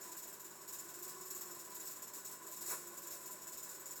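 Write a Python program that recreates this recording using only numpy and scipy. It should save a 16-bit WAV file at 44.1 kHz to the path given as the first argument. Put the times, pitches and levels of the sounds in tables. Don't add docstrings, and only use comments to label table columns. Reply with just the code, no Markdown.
import sys
import numpy as np
from scipy import signal
from scipy.fft import rfft, irfft
from scipy.io import wavfile

SR = 44100
rng = np.random.default_rng(int(sys.argv[2]) if len(sys.argv) > 2 else 0)


def dump(signal):
    limited = np.clip(np.atleast_2d(signal).T, -1, 1)
    pcm = np.round(limited * 32767).astype(np.int16)
    wavfile.write(sys.argv[1], SR, pcm)


N = 176400
TIME = np.arange(N) / SR

# start in seconds, relative level in dB, chatter decay in seconds.
KNOCKS = [(0.01, -48, 0.074), (0.074, -51, 0.017), (0.117, -44.5, 0.02), (0.168, -42.5, 0.028),
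          (0.223, -45, 0.023), (0.273, -45, 0.024), (0.326, -47.5, 0.018), (0.397, -45.5, 0.013),
          (0.444, -49, 0.03), (0.507, -53, 0.019), (0.554, -53.5, 0.02), (0.613, -49.2, 0.016),
          (0.678, -44.5, 0.028), (0.726, -43.5, 0.033), (0.785, -43.5, 0.027), (0.84, -49.5, 0.03),
          (0.885, -46.5, 0.024), (0.937, -44.5, 0.024), (0.988, -47, 0.017), (1.025, -42, 0.03),
          (1.079, -43, 0.04), (1.143, -52.1, 0.066), (1.208, -45.5, 0.023), (1.254, -46, 0.03),
          (1.303, -40.5, 0.018), (1.349, -42.5, 0.037), (1.41, -42, 0.022), (1.454, -48.5, 0.042),
          (1.508, -44.5, 0.017), (1.545, -49, 0.037), (1.591, -45.5, 0.028), (1.645, -46, 0.022),
          (1.699, -48, 0.03), (1.747, -44.5, 0.025), (1.797, -43.5, 0.035), (1.853, -44, 0.051),
          (1.87, -45, 0.013), (1.91, -44.5, 0.019), (1.958, -46.5, 0.021), (2.021, -43.0, 0.018),
          (2.072, -46.5, 0.018), (2.135, -43, 0.029), (2.167, -47.5, 0.039), (2.248, -43, 0.038),
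          (2.309, -45, 0.04), (2.42, -51, 0.03), (2.467, -46, 0.021), (2.515, -44, 0.031),
          (2.564, -44.5, 0.024), (2.609, -40, 0.026), (2.657, -40, 0.08), (2.693, -38.5, 0.032),
          (2.735, -46.5, 0.068), (2.797, -52, 0.13), (2.871, -46, 0.011), (2.92, -53.5, 0.067),
          (2.971, -45.5, 0.02), (3.02, -47.5, 0.055), (3.071, -45, 0.015), (3.106, -42, 0.051),
          (3.207, -48.5, 0.042), (3.258, -44, 0.025), (3.309, -41.6, 0.017), (3.354, -52, 0.04),
          (3.415, -46, 0.024), (3.47, -44, 0.021), (3.521, -43.5, 0.023), (3.572, -44, 0.03),
          (3.628, -45, 0.039), (3.686, -45.7, 0.048), (3.744, -47.5, 0.021), (3.797, -50.5, 0.025),
          (3.857, -46, 0.027), (3.909, -42.5, 0.018), (3.957, -46, 0.029)]
# frequency in Hz, relative spectral density in dB.
KNOCK_SPECTRUM = [(2500, -30.5), (5000, -11.5), (6300, -13), (7100, 6.5), (8200, -9), (9100, -34),
                  (11800, -3), (12700, -7), (13230, 4.5), (14200, -2.5), (17000, -7.5)]
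CHATTER_SPECTRUM = [(1500, -20.5), (2600, -16), (3050, -24), (3800, -13), (4800, -15), (5400, -7),
                    (5900, -12.5), (6600, -5.5), (7100, -4.5), (8200, -2.5), (8600, -14), (9100, -14),
                    (10500, -8.5), (12000, -5.5), (12700, -17), (13230, -6.5), (14700, -15), (17000, -7.5)]
SCRAPE_SPECTRUM = [(80, -29), (190, 9), (300, -7), (550, 11.5), (800, -0.5), (1050, 5), (1500, 6.5),
                   (2100, -2.5), (2550, 2), (3100, -34), (9000, -4), (11000, 7.5), (17000, -19)]
AIR_SPECTRUM = [(45, -21.5), (130, -11.5), (180, 0), (270, -6.5), (430, -2.5), (540, 0), (790, -5.5),
                (1000, 0.5), (1250, -3), (1650, -1), (2100, -8.5), (3000, -12.5), (5000, -17), (9000, -23)]
# frequency in Hz, bandwidth in Hz, relative strength in dB.
HOUSING_RESONANCES = [(5430, 70, -7), (6925, 45, 0), (7115, 32, -2), (7231, 26, 2), (7432, 32, -1),
                      (7810, 45, -3), (7940, 26, -1), (8270, 24, 1), (10760, 40, -3), (13200, 90, -3),
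                      (13335, 36, 3)]
CASING_RESONANCES = [(331, 10, 7), (349, 11, 12.5), (372, 22, 11), (1001, 20, 11), (1035, 22, 7.5),
                     (1117, 12, 9.5), (1470, 8, 10)]
# time in seconds, level change in dB.
AIR_SWELL = [(0, 2), (.6, -1.5), (.75, 0.5), (2.1, 0.5), (4, 0)]
# time in seconds, frequency in Hz.
WHINE_PITCH = [(0, 337), (.12, 329), (.33, 292), (.55, 302), (.76, 319), (1, 354), (1.13, 369), (1.32, 372),
               (1.5, 352), (1.66, 334), (1.82, 326), (2.05, 296), (2.27, 308), (2.46, 334), (2.68, 351),
               (3.13, 343), (3.45, 325), (3.8, 305), (4, 316)]
# harmonic number, relative level in dB, throb depth in dB,
# roughness from 0 to 1, growth in dB per octave of speed.
WHINE_HARMONICS = [(1, -75, 3.5, .35, 26), (2, -73.5, 3, .1, 3), (3, -72.5, 8, .7, 26)]
# time in seconds, frequency in Hz, level in dB.
SECOND_TONE_PATH = [(2.3, 554, -91), (3.05, 568, -71.5), (3.4, 565, -75), (3.8, 538, -73)]
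# multiple of the mains frequency, level in dB.
PUMP_HARMONICS = [(2, -85), (3, -78.5), (4, -79.5), (5, -82.5), (6, -79.5), (7, -88), (8, -71), (20, -80.5)]

CHATTER_PER_S, CHATTER_JITTER, CHATTER_SPREAD_DB = 310, .2, 0.5
BUILD_S, CONTACT_S, RUB_SHARE = 0.0065, 0.0011, 0.34
CHATTER_GAIN_DB, IDLE_RUB_DB = -4, -54.5
KNOCK_GAIN_DB, KNOCK_SPREAD_DB, BOUNCE_DB, BOUNCE_DECAY_S = -4.5, 1.2, -1, .01
WHINE_CYCLES_PER_TURN, USUAL_HZ, WAVER_DB = 18, 330, 2


def rattle(count=40):
    knocks, contacts, rub = np.zeros((3, N + SR))
    for start_s, db, decay_s in KNOCKS:
        gaps = np.exp(CHATTER_JITTER * rng.standard_normal(count)) / CHATTER_PER_S
        delays = np.cumsum(gaps) - gaps[0]
        at = ((start_s + delays) * SR).astype(int)
        power = from_db(db) ** 2
        swell = lambda t: power * (1 - np.exp(-t / BUILD_S)) * np.exp(-(t / decay_s) ** 2)
        uneven = from_db(CHATTER_SPREAD_DB * rng.standard_normal(count)) ** 2
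        hardness = from_db(KNOCK_SPREAD_DB * rng.standard_normal()) ** 2
        bounces = uneven * from_db(BOUNCE_DB) ** 2 * np.exp(-delays / BOUNCE_DECAY_S)
        np.add.at(contacts, at, swell(delays) * uneven)
        np.add.at(knocks, at, power * hardness * np.where(delays > 0, bounces, 1))
        rub[at[0]:at[0] + SR // 4] += swell(TIME[:SR // 4])
    friction = (1 - RUB_SHARE) * contact_decay(contacts) + RUB_SHARE * rub[:N]
    friction += from_db(IDLE_RUB_DB) ** 2
    chatter = body(np.sqrt(friction) * rng.standard_normal(N), CHATTER_SPECTRUM)
    knock = body(np.sqrt(contact_decay(knocks)) * rng.standard_normal(N), KNOCK_SPECTRUM)
    return housing_rings(from_db(CHATTER_GAIN_DB) * chatter + from_db(KNOCK_GAIN_DB) * knock)


def contact_decay(hits):
    pole = np.exp(-1 / (CONTACT_S * SR))
    return signal.lfilter([1 / (CONTACT_S * CHATTER_PER_S)], [1, -pole], hits[:N] + 1e-18)


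def housing_rings(x, gain_db=1, spread_db=2):
    rings = 0
    for hz, width, db in HOUSING_RESONANCES:
        drive = x * from_db(gain_db + db + spread_db * drift(18))
        rings += signal.lfilter(*signal.iirpeak(hz, hz / width, fs=SR), drive)
    return x + rings


def scrape(peak_s=2.726, db=-42, rise_s=0.028, fall_s=0.028):
    t = TIME - peak_s
    envelope = np.exp(np.minimum(t / rise_s, -t / fall_s))
    return body(from_db(db) * envelope * rng.standard_normal(N), SCRAPE_SPECTRUM, CASING_RESONANCES)


def air(db=-59.5, flutter_db=1):
    flow = from_db(db + in_time(AIR_SWELL) + flutter_db * drift(23))
    return body(flow * rng.standard_normal(N), AIR_SPECTRUM, CASING_RESONANCES)


def whine():
    hz = in_time(WHINE_PITCH)
    phase = 2 * np.pi * np.cumsum(hz) / SR
    throb = np.cos(phase / WHINE_CYCLES_PER_TURN) - 1
    octaves = np.log2(hz / USUAL_HZ)
    tone = 0
    for k, db, throb_db, roughness, growth_db in WHINE_HARMONICS:
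        gain = from_db(db + growth_db * octaves + throb_db * throb + WAVER_DB * drift(6.8))
        grit = drift(106) * np.cos(k * phase)
        tone += np.sqrt(2) * gain * (np.sin(k * phase) + roughness * grit)
    return body(tone, [(USUAL_HZ, 0)], CASING_RESONANCES)


def second_tone():
    seconds, hz, db = np.transpose(SECOND_TONE_PATH)
    phase = 2 * np.pi * np.cumsum(np.interp(TIME, seconds, hz)) / SR
    gain = from_db(np.interp(TIME, seconds, db) + WAVER_DB * drift(8.5))
    return np.sqrt(2) * gain * np.sin(phase)


def pump(mains_hz=50):
    return np.sqrt(2) * sum(from_db(db) * np.sin(2 * np.pi * (k * mains_hz * TIME + rng.random()))
                            for k, db in PUMP_HARMONICS)


def bubbles(per_s=45, q=37, db=-74.5, low_cut_hz=307, max_count=400):
    rings, t = np.zeros(N + SR), TIME[:SR // 10]
    waits, pitches, strengths = rng.random((max_count, 3)).T
    starts = np.cumsum(-np.log(1 - waits)) / per_s
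    for start_s, pitch, strength in zip(starts[starts < N / SR], pitches, strengths):
        hz, at = 480 * 4 ** pitch, int(start_s * SR)
        chirp = np.sin(2 * np.pi * hz * t * (1 + 0.86 * t))
        rings[at:at + len(t)] += from_db(32 * strength) * chirp * np.exp(-np.pi * t * hz / q)
    low_cut = signal.butter(2, low_cut_hz, "high", fs=SR, output="sos")
    return from_db(db) * rms_one(signal.sosfilt(low_cut, rings[:N]))


def room(x, t60_s=0.12, tail_db=-2.5, gap_s=0.0015):
    t = TIME[:SR // 2]
    tail = rng.standard_normal(len(t)) * from_db(-60 * t / t60_s) * (t > gap_s)
    reflections = signal.fftconvolve(x, tail / np.linalg.norm(tail))[:N]
    wet = from_db(tail_db)
    return (x + wet * reflections) / np.hypot(1, wet)


def body(x, spectrum, modes=(), size=16384):
    hz = np.arange(size // 2 + 1) * SR / size
    points_hz, points_db = np.transpose(spectrum)
    colour = from_db(np.interp(np.log(hz + 1), np.log(points_hz), points_db))
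    peaks = sum(from_db(db) ** 2 / (1 + (2 * (hz - f) / width) ** 2) for f, width, db in modes)
    cepstrum = irfft(np.log(rms_one(colour * np.sqrt(1 + peaks))))
    causal = np.r_[cepstrum[0], 2 * cepstrum[1:size // 2]]
    impulse_response = irfft(np.exp(rfft(causal, size)))
    return signal.fftconvolve(x, impulse_response)[:N]


def drift(corner_hz):
    pole = np.exp(-2 * np.pi * corner_hz * 40 / SR)
    slow = signal.lfilter([1], [1, -2 * pole, pole ** 2], rng.standard_normal(N // 40 + 2002))[2000:]
    return np.interp(np.arange(N) / 40, np.arange(len(slow)), rms_one(slow))


def in_time(rows):
    return np.interp(TIME, *np.transpose(rows))


def from_db(db):
    return 10 ** (np.asarray(db) / 20)


def rms_one(x):
    return x / np.sqrt(np.mean(x ** 2) + 1e-20)


def scene():
    return (room(rattle() + scrape() + bubbles()) + air() + whine() + second_tone() + pump())[None]


def record(dry):
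    return signal.sosfilt(signal.ellip(12, .1, 70, 17150, fs=SR, output="sos"), dry)


dry = scene()
out = record(dry)
dump(out)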